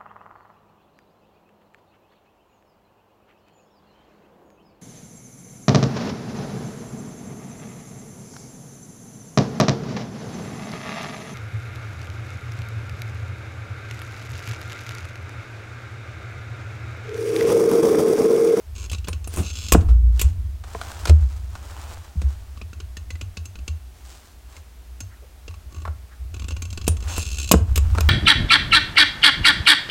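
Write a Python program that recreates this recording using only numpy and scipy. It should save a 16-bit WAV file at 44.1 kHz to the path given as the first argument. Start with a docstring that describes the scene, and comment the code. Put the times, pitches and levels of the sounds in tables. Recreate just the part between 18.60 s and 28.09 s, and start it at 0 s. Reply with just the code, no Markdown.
"""A spring creaks and ticks in a quiet room as a steel plier stapler is squeezed, close by, through the
cover of a soft journal. The spring moves by stick-slip friction. Twice a staple snaps home and the tool
clacks open, each impact ringing the modes of the steel; in between, the book rasps over the desk mat.
Every push makes the desk boom in a low resonance."""
import sys
import numpy as np
from scipy import signal
from scipy.fft import rfft, irfft
from scipy.io import wavfile
from scipy.ndimage import uniform_filter1d

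SR = 44100
rng = np.random.default_rng(int(sys.argv[2]) if len(sys.argv) > 2 else 0)


def unload_audio(sound):
    """Save the sound as a 16-bit wav file, at the path given as the first command line argument."""
    columns = np.transpose(np.atleast_2d(sound))
    # keep every value between -1 and 1, then stretch to whole-number steps
    steps = np.round(np.clip(columns, -1, 1) * 32767)
    wavfile.write(sys.argv[1], SR, steps.astype(np.int16))


N = 418509
TIME = np.arange(N) / SR
RING = TIME[:SR * 2 // 5]  # seconds since a blow

# Single slips of the spring. Each row: start in seconds, mid-band level in dB, body and treble in dB
# relative to it, pitch of the caught coil in Hz.
SPRING_SLIPS = [(.297,-35,-15,-6,3170), (.33,-33.5,-1.5,-3,3930), (.346,-35.5,-5,-10,3830),
                (.382,-42,-9,-6,3760), (0.4434,-41,-6,-9,2900), (.472,-40.5,1,-12,3460),
                (.529,-34.5,-5,-8,3040), (.642,-45,-5,0.5,3600), (3.973,-51,6,-24,1150),
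                (4.014,-42,3,-18,2470), (4.13,-47,4.5,-6,1395), (4.201,-41.5,-0.5,-7.5,3130),
                (4.368,-38,-1.5,-4.5,1820), (4.5035,-37,-2.5,-7,2030), (4.5537,-48.5,3,-10,2020),
                (4.611,-35.5,-4.5,-7,2470), (4.7698,-34.5,-3,-10,2590), (4.854,-43,-7,2.5,2800),
                (4.9544,-45,0,-12,2560), (4.988,-48.5,2.5,-12,2680), (5.078,-32,-6,-5.5,2760),
                (5.965,-46.5,-2.5,-3,2150), (6.404,-39,-4.5,3.5,6390), (6.879,-40.5,-0.5,-11,2746),
                (7.741,-42,-0.5,-3.5,2580), (7.795,-40.5,-3,-6,2410), (7.842,-43,3,-6,2560),
                (7.883,-36.5,-1.5,-1.5,3570), (7.906,-37,-1.5,-7,2740), (7.9193,-42,2.5,-7,2670),
                (7.965,-40,-3,-8,2800), (8.02,-35.5,-3.5,1.5,2390), (8.052,-40.5,-4,-3,2690),
                (8.103,-41.5,-10,-2,3220), (8.127,-39,-2,-1.5,4300), (8.174,-34,-2.5,-5.5,4448),
                (8.213,-39,-5,-9,3300), (8.267,-35,-7,-4,2830), (8.424,-42,2,-5,2720)]
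# Spectrum of the spring's scrape. Each row: frequency in Hz, relative level in dB.
SPRING_SPECTRUM = [(110, -2), (200, 6.5), (430, -3), (800, -16), (1250, -8.5), (1950, -19), (2650, 4),
                   (3300, -5), (4400, -2.5), (5300, -4), (5900, -6.5), (7500, -3), (8400, -13.5),
                   (15500, -25.5)]
# Modes of the desk top. Each row: frequency in Hz, relative level in dB, t60 in seconds.
DESK_MODES = [(175, -1, 0.084), (245, -3.5, 0.039), (311, -3, 0.06), (390, 3, 0.03), (440, -2.5, 0.061),
              (483, 3, 0.015), (672, -1.5, 0.035), (1040, -6, 0.044)]


def undb(db):
    """Decibels to amplitude ratio."""
    return 10 ** (np.asarray(db) / 20)


def unit(x):
    """Normalisation to an rms of 1."""
    return x / np.sqrt(np.mean(x ** 2) + 1e-18)


def fade(t60):
    """Exponential decay: 60 dB in t60 seconds."""
    return np.exp(-np.log(1000) * RING / t60)


def swell(rise):
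    """Envelope that peaks at 1 after rise seconds, then decays."""
    t = TIME[:2 * SR] / rise
    return t ** 2 * np.exp(2 * (1 - t))


def add(out, start, sound):
    """Superposition: a sound joins the mix at its start in seconds."""
    i = int(np.clip(start * SR, 0, N - 1))
    out[i:i + len(sound)] += sound[:N - i]


def response(spectrum, size=2048):
    """Minimum-phase impulse response of unit energy, from the folded cepstrum of a spectrum."""
    hz, db = np.transpose(spectrum)
    bins_hz = np.maximum(np.arange(size // 2 + 1) * SR / size, 1)
    magnitude = undb(np.interp(np.log(bins_hz), np.log(hz), db))
    cepstrum = irfft(np.log(magnitude))
    cepstrum[1:size // 2] *= 2
    cepstrum[size // 2 + 1:] = 0
    impulse = irfft(np.exp(rfft(cepstrum)))
    return impulse / np.linalg.norm(impulse)


def through(x, impulse):
    """Convolution with an impulse response."""
    return signal.fftconvolve(x, impulse)[:len(x)]


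def band(x, hz, kind, order=3):
    """Butterworth filter."""
    return signal.sosfilt(signal.butter(order, hz, kind, fs=SR, output="sos"), x)


def wander(rate):
    """Slow modulation of rms 1: random steps, rate per second, smoothed twice."""
    width = int(SR / rate)
    steps = np.repeat(rng.standard_normal(N // width + 1), width)
    return unit(uniform_filter1d(uniform_filter1d(steps, width), width)[:N])


def ringing(modes):
    """Free vibration in damped modes; each blow lands on another spot and weights them anew."""
    hz, db, t60 = np.transpose(modes)[:, :, None]
    gain = undb(db + 2 * rng.standard_normal(db.shape))
    phase = 2 * np.pi * (hz * RING + rng.random(db.shape))
    return np.sum(gain * np.sin(phase) * fade(t60), axis=0) / np.linalg.norm(gain)


def crack(colour, t60, rise):
    """Contact chatter: a burst of filtered noise that dies quickly."""
    onset = 1 - np.exp(-RING / rise)
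    return through(rng.standard_normal(len(RING)) * fade(t60) * onset, colour)


def voiced(blow, db, body_db, treble_db, edges_hz=(1800, 6000)):
    """Three-band equalisation: body, middle and treble are scaled by their strength in the first 7 ms."""
    attack = int(.007 * SR)
    body = band(blow, edges_hz[0], "low", order=4)
    middle = band(blow, edges_hz, "bandpass")
    treble = band(blow, edges_hz[1], "high")
    parts = (body, body_db), (middle, 0), (treble, treble_db)
    return sum(part * undb(db + relative_db) / np.std(part[:attack]) for part, relative_db in parts)


def room_tone(hiss_db=-55, hum_db=-47.5, hum_hz=60):
    """Background noise: steady broadband hiss and a low hum that wavers in phase and amplitude."""
    # Spectrum of the hiss. Each row: frequency in Hz, relative level in dB.
    spectrum = [(15, -23), (25, -17), (32, -16.5), (64, 7), (75, -19), (209, -22.5), (457, -25.5),
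                (495, -31.5), (631, -25), (1020, -30), (1140, -29.5), (1530, -31), (3170, -34), (4040, -35),
                (15500, -40.5)]
    hiss = through(rng.standard_normal(N), response(spectrum, size=8192))
    hiss /= np.std(band(hiss, 180, "high"))
    hum = np.sqrt(2) * np.sin(2 * np.pi * hum_hz * TIME + 0.34 * wander(2.6))
    return undb(hiss_db) * hiss + undb(hum_db + 0.77 * wander(3.98)) * hum


def desk_tremor(attack_s=0.015, release_s=0.084, resting_db=-51.5):
    """Forced vibration: the hands shake the desk as each grip builds, holds and lets go."""
    # The hands bear down. Each row: start and end in seconds, level in dB.
    grips = [(0.063, 1.103, -31.5), (1.16, 1.33, -17.5), (1.36, 1.886, -24.5), (1.998, 3.397, -36),
             (2.42, 2.896, -31), (3.697, 4.7, -38), (4.95, 5.086, -33), (6.848, 7.074, -40.5),
             (7.126, 7.299, -32), (7.578, 8.35, -31.5), (8.35, 9.05, -27), (9.073, 9.488, -16)]
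    spectrum = [(15, -13), (40, -27), (58, 2), (84, 0.5), (100, -10), (125, -27), (250, -37),
                (800, -71.5)]  # Hz, relative dB
    shake = through(rng.standard_normal(N), response(spectrum, size=8192))
    shake /= np.sqrt(uniform_filter1d(shake ** 2, SR // 10) + 1e-12)  # evens out the level
    power = undb(resting_db) ** 2
    for start, end, db in grips:
        attack = 1 - np.exp(-np.maximum(TIME - start, 0) / attack_s)
        release = np.exp(-np.maximum(TIME - end, 0) / release_s)
        power = power + (undb(db) * attack * release) ** 2
    return shake * np.sqrt(power)


def slip(colour, ring_db, t60, rise):
    """Frictional excitation: one short scrape of the spring swells into the ring of the magazine."""
    # Modes of spring and magazine. Each row: frequency in Hz, relative level in dB, t60 in seconds.
    modes = [(1104, -11, 0.16), (1451, -2.5, 0.051), (2687, 3, 0.037), (2755, -5.5, 0.099),
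             (3397, 2, 0.047), (4000, 2.5, 0.059), (4350, -4, 0.1), (5130, -6.5, 0.043), (5270, -3.5, 0.04),
             (6370, -0.5, 0.17), (6400, 5, 0.043), (7400, -1.5, 0.037), (7580, 4.5, 0.039)]
    onset = 1 - np.exp(-RING / rise)
    return crack(colour, t60, rise) + undb(ring_db) * ringing(modes) * onset


def coil_ping(hz, t60):
    """A damped oscillator: one coil of the spring rings at its natural frequency."""
    return np.sin(2 * np.pi * hz * RING) * fade(t60) * np.minimum(RING / 0.00055, 1)


def spring_creaks(glide_s=.11, build_s=0.039, jitter=.11, scatter_db=3):
    """Stick-slip friction: under load the slips run into a creak whose rate glides as the grip tightens."""
    # Squeezes. Each row: start and end in seconds, level in dB, body and treble in dB relative to the
    # mid band, initial and target rate in slips per second, pitch of the rubbing coil in Hz.
    squeezes = [(0.152, 0.263, -42, -5.5, -1.5, 124, 70.4, 6650),
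                (.83, .915, -39.5, -12, -5, 190, 168, 4000), (.93, 1.118, -38, -12, -4, 130, 100, 5270),
                (6.909, 6.96, -54.5, 3, -6, 25, 22, 1120), (7.108, 7.23, -50.5, 5, -2.5, 55, 60, 1140),
                (7.765, 7.84, -50, 3, -7, 18, 18, 1110), (8.242, 8.46, -51, 0, -1, 12.7, 30, 2730),
                (8.48, 8.905, -36.5, -12, -1.5, 261, 53.5, 2690)]
    out, colour = np.zeros(N), response(SPRING_SPECTRUM)
    scrape = dict(ring_db=-4, t60=0.033, rise=0.00074)
    for start, end, db, body_db, treble_db, first_rate, target_rate, hz in squeezes:
        contact = slip(colour, **scrape)  # the same spot slips again and again, so the slips sound alike
        now = start
        while now < end:
            rate = target_rate + (first_rate - target_rate) * np.exp(-(now - start) / glide_s)
            sound = contact + undb(-1) * slip(colour, **scrape) + undb(-7) * coil_ping(hz, t60=0.045)
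            sound = voiced(sound, 0, body_db, treble_db)
            build_db = 1 - 3.5 * np.exp(-(now - start) / build_s)
            size = undb(db + build_db + scatter_db * rng.standard_normal())
            size *= np.sqrt(SR / rate)  # rarer slips are larger
            add(out, now, size * sound / np.linalg.norm(sound))
            now += np.exp(jitter * rng.standard_normal()) / rate
    return out


def spring_ticks():
    """Isolated stick-slip events: the spring jumps along its guide and the caught coil pings."""
    out, colour = np.zeros(N), response(SPRING_SPECTRUM)
    for start, db, body_db, treble_db, hz in SPRING_SLIPS:
        ring_db = -6 + 0.46 * treble_db  # sharper slips ring the magazine more
        tick = slip(colour, ring_db, t60=0.03, rise=0.0018) + undb(-9) * coil_ping(hz, t60=0.038)
        add(out, start, voiced(tick, db, body_db, treble_db))
    return out


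def steel_blows(blows, modes, ring_db, desk_db, gain_db):
    """Impact excitation: steel on steel cracks, and rings the struck part and the desk top below it."""
    # Spectrum of the crack. Each row: frequency in Hz, relative level in dB.
    spectrum = [(80, 17), (170, 6.5), (400, 1), (800, -6), (1250, -3), (1900, -12), (2600, 0), (5000, -7),
                (7500, -1.5), (10000, -9), (12000, -10.5), (15500, -16)]
    out, colour = np.zeros(N), response(spectrum)
    for start, db, body_db, treble_db, t60 in blows:
        ring = undb(ring_db) * ringing(modes) + undb(desk_db) * ringing(DESK_MODES)
        blow = crack(colour, t60, rise=0.00038) + ring * fade(6 * t60)  # a tight grip damps the ring too
        add(out, start, voiced(blow, db + gain_db, body_db, treble_db))
    return out


def feed_clicks():
    """Small, sharp impacts excite the mostly high modes of the staple feed."""
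    # Clicks. Each row: start in seconds, mid-band level in dB before the gain, body and treble in dB
    # relative to it, t60 of the crack in seconds.
    clicks = [(.315, -35, -5, -3, 0.064), (.4835, -33.5, 8.5, -0.5, 0.034), (.674, -43.5, 10, 7, 0.038),
              (.739, -42.5, 3, 5, 0.012), (.761, -42.5, 6, 8.5, 0.023), (.771, -41, 12.5, 7.5, 0.08),
              (.783, -41, -5, 2.5, 0.29), (8.2785, -23.5, 8.5, 4.5, 0.036), (8.579, -35, 8.5, 6.5, 0.038)]
    # Modes of the feed. Each row: frequency in Hz, relative level in dB, t60 in seconds.
    modes = [(493, 1, 0.21), (1200, -11, 0.12), (2667, 7.5, 0.063), (7110, -3, 0.11), (8600, 7.5, 0.14),
             (9500, 8, 0.3), (9960, 5, 0.083), (12170, 9, 0.028), (15200, -7, .03)]
    return steel_blows(clicks, modes, ring_db=-9, desk_db=-3.5, gain_db=-0.5)


def grains(spectrum, density=.12, spread_db=3):
    """Shot noise: the weave of the cover catches in countless tiny impulses of uneven size."""
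    sizes = undb(spread_db * np.minimum(rng.exponential(size=N), 5))
    caught = rng.random(N) < density
    return unit(through(sizes * caught * rng.standard_normal(N), response(spectrum)))


def cover_rubbing(flutter_db=1.7):
    """Sliding friction: the cover's rasp and hiss grow and fade with the speed of each stroke."""
    # Strokes over the mat and under the fingers. Each row: start, fastest moment and end in seconds,
    # relative levels of rasp and hiss in dB.
    strokes = [(0.695, .76, 0.82, -50, -40), (1.528, 1.588, 1.73, -49, -45.5),
               (2.06, 2.275, 2.645, -41.5, -42.5), (2.604, 2.707, 3.02, -54, -52.5),
               (2.917, 3.252, 3.52, -44, -46.5), (3.504, 3.615, 4.02, -54, -54),
               (5.343, 5.52, 5.74, -54.5, -49.5), (5.877, 5.962, 6.01, -51, -50),
               (8.431, 8.524, 8.62, -38.5, -43), (9.045, 9.453, 9.73, -42, -45.5)]
    # Spectra of the low rasp and the hiss. 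Each row: frequency in Hz, relative level in dB.
    rasp_spectrum = [(130, -17), (300, -7), (500, -8), (750, -2.5), (1400, -5), (2000, -12.5),
                     (3000, -14.5), (6000, -28.5)]
    hiss_spectrum = [(1000, -1.5), (2400, -1.5), (4000, 0), (7500, 0.5), (9500, -5.5), (12000, -13.5),
                     (15500, -10)]
    out, rasp, hiss = np.zeros(N), grains(rasp_spectrum), grains(hiss_spectrum)
    for start, fastest, end, rasp_db, hiss_db in strokes:
        speed = undb(np.interp(TIME, (start, fastest, end), (-10.5, 0, -10.5)))
        moving = uniform_filter1d(speed * ((TIME > start) & (TIME < end)), SR // 20)
        out += moving * (rasp * undb(rasp_db) + hiss * undb(hiss_db - 1))
    return out * undb(flutter_db * wander(45))


def desk_knocks():
    """Heavily damped impacts: book and tool strike the desk top and briefly ring its modes."""
    # Knocks. Each row: start in seconds, mid-band level in dB, body and treble in dB relative to it,
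    # t60 of the crack in seconds.
    knocks = [(.78, -39, 7.5, -4, .22), (1.1462, -17, 8, -20, 0.03), (1.208, -42, 0, 0, 0.066),
              (1.285, -38.5, -8, -8, 0.24), (2.037, -40.5, -21, -5.5, 0.061),
              (2.148, -28, -11, -22, 0.0083), (2.213, -27.5, -24, -6, .026), (2.299, -42, -15, -8, 0.024),
              (2.316, -47.5, -12, 10, 0.015), (2.454, -24, -20, -1, 0.025), (2.471, -31.5, -1.5, 2.5, 0.11),
              (2.495, -27.5, 3, 2.5, 0.022), (2.504, -41.5, 15.5, -12, 0.14),
              (2.952, -35.5, -15, -6.5, 0.036), (3.616, -41, 3, 2, 0.041),
              (7.251, -29.5, -34, -16.5, 0.043), (7.275, -33.5, -6, -17, 0.042),
              (8.938, -19, 13, -13, 0.023), (9.348, -30.5, -8, -8.5, .076), (9.375, -29.5, -7, -10, .04),
              (9.383, -20.5, -11, -9, .014)]
    # Spectrum of the dull contact. Each row: frequency in Hz, relative level in dB.
    spectrum = [(90, -4), (220, 6.5), (420, -3), (700, -5), (1350, 1.5), (1850, -12), (4000, -16),
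                (8000, -20), (15500, -38)]
    out, colour = np.zeros(N), response(spectrum)
    onset = np.minimum(RING / 0.0029, 1)
    for start, db, body_db, treble_db, t60 in knocks:
        blow = crack(colour, t60, rise=0.0009) + undb(-3) * ringing(DESK_MODES) * onset
        add(out, start, voiced(blow, db, body_db, treble_db, edges_hz=(600, 2000)))
    return out


def hand_scuffs():
    """Narrow-band friction noise: the hands softly shift their hold on cover and mat."""
    # Scuffs. Each row: start in seconds, peak level in dB, rough band centre in Hz, rise in seconds.
    scuffs = [(0.784, -26.5, 186, 0.015), (3.549, -32.5, 163, 0.01), (3.614, -37.5, 171, 0.017),
              (6.495, -56, 1860, 0.031), (6.614, -52, 533, 0.017), (7.504, -52.5, 1700, 0.019)]
    out = np.zeros(N)
    for start, db, hz, rise in scuffs:
        noise = band(rng.standard_normal(2 * SR), (0.7 * hz, 1.1 * hz), "bandpass", order=2)
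        add(out, start, undb(db) * swell(rise) * unit(noise))
    return out


def desk_booms(nudge_db=9, nudge_hz=82):
    """Resonance: the low modes of the desk, between about 57 and 84 Hz, swell and settle at each push and each
    tick of the spring."""
    # Pushes. Each row: start in seconds, peak level in dB, pitch in Hz, rise in seconds.
    pushes = [(.785, -15, 82, 0.018), (1.119, -6, 61.4, 0.023), (1.172, -2.5, 80, .013),
              (1.271, -3, 58, .072), (1.408, -8.5, 57.4, 0.073), (1.638, -4, 69.7, 0.02),
              (2.487, 2.5, 76.2, 0.044), (2.599, -8, 64.7, 0.034), (3.564, -14.5, 71, 0.021),
              (3.634, -10.5, 67.4, 0.029), (7.276, -20, 79.7, 0.021), (8.28, -14, 83.4, .028),
              (8.946, -5, 69.5, 0.021), (9.007, -12, 84.3, 0.021), (9.205, -9.5, 73.4, 0.024),
              (9.42, -13, 76.7, 0.053)]
    nudges = [(start, db + nudge_db, nudge_hz * (1 + 0.074 * rng.standard_normal()), 0.037)
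              for start, db, *_ in SPRING_SLIPS]
    out = np.zeros(N)
    for start, db, hz, rise in pushes + nudges:
        add(out, start, undb(db) * swell(rise) * np.sin(2 * np.pi * hz * TIME[:2 * SR]))
    return out


def jaw_snaps():
    """Hard impacts excite the inharmonic modes of the jaws as they snap shut and spring open."""
    # Snaps. Each row: start in seconds, mid-band level in dB before the gain, body and treble in dB
    # relative to it, t60 of the crack in seconds.
    snaps = [(1.121, -14, 4.5, -0.5, 0.02), (1.1243, -21, 0, 10, 0.038), (1.134, -19.5, 0, 0.5, 0.054),
             (1.594, -22.5, -8, -3.5, 0.076), (1.614, -20.5, -4, 3.5, 0.05), (8.9135, -12, 8, -4, 0.016),
             (8.9165, -9.5, -10, 3, 0.039), (8.925, -25.5, 11, -10, .04), (9.158, -21, -7, -1, 0.052),
             (9.176, -22.5, 1.5, 1, 0.033), (9.407, -22.5, -4, -3, 0.019)]
    # Modes of the jaws. 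Each row: frequency in Hz, relative level in dB, t60 in seconds.
    modes = [(1110, 4, 0.31), (1400, -18, .1), (2490, -0.5, 0.15), (2692, -6, 0.12), (3575, -6, .08),
             (5030, 5.5, 0.057), (5230, -16, 0.064), (6730, 1, 0.08), (7550, -5, 0.13), (8060, 2, 0.037),
             (8330, 0, .06), (10000, -5, .05), (13200, 14, 0.035), (13150, 1, .03)]
    return steel_blows(snaps, modes, ring_db=-7.5, desk_db=-4, gain_db=-3.5)


def room_echo(x, wet_db=-18, t60_low=0.31, t60_high=0.22):
    """Reverberation of a small room: soft furnishings absorb the treble first."""
    noise = rng.standard_normal(len(RING))
    low = 0.94 * band(noise, 2300, "low") * fade(t60_low)
    high = band(noise, 2300, "high") * fade(t60_high)
    tail = band(low + high, 9500, "low") * np.minimum(RING / .012, 1)
    return undb(wet_db) * through(x, tail / np.linalg.norm(tail))


def scene():
    """Superposition of the direct sound, its reverberation, the desk's low vibration and the room tone."""
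    direct = jaw_snaps() + feed_clicks() + spring_ticks() + spring_creaks()
    direct += desk_knocks() + cover_rubbing() + hand_scuffs()
    return (direct + room_echo(direct) + desk_booms() + desk_tremor() + room_tone())[None]


def record(dry, knee_db=-8, hold_s=0.042, top_hz=15900):
    """Compression: the gain ducks after loud moments, the highest peaks clip, and the top is cut."""
    memory = np.exp(-1 / (hold_s * SR))
    power = signal.lfilter([1 - memory], [1, -memory], dry ** 2)
    ducked = dry / np.sqrt(1 + power / undb(knee_db) ** 2)
    lowpass = signal.ellip(8, .2, 70, top_hz, fs=SR, output="sos")
    return signal.sosfilt(lowpass, np.clip(ducked, -1, 1))


dry = scene()
out = record(dry)
unload_audio(out)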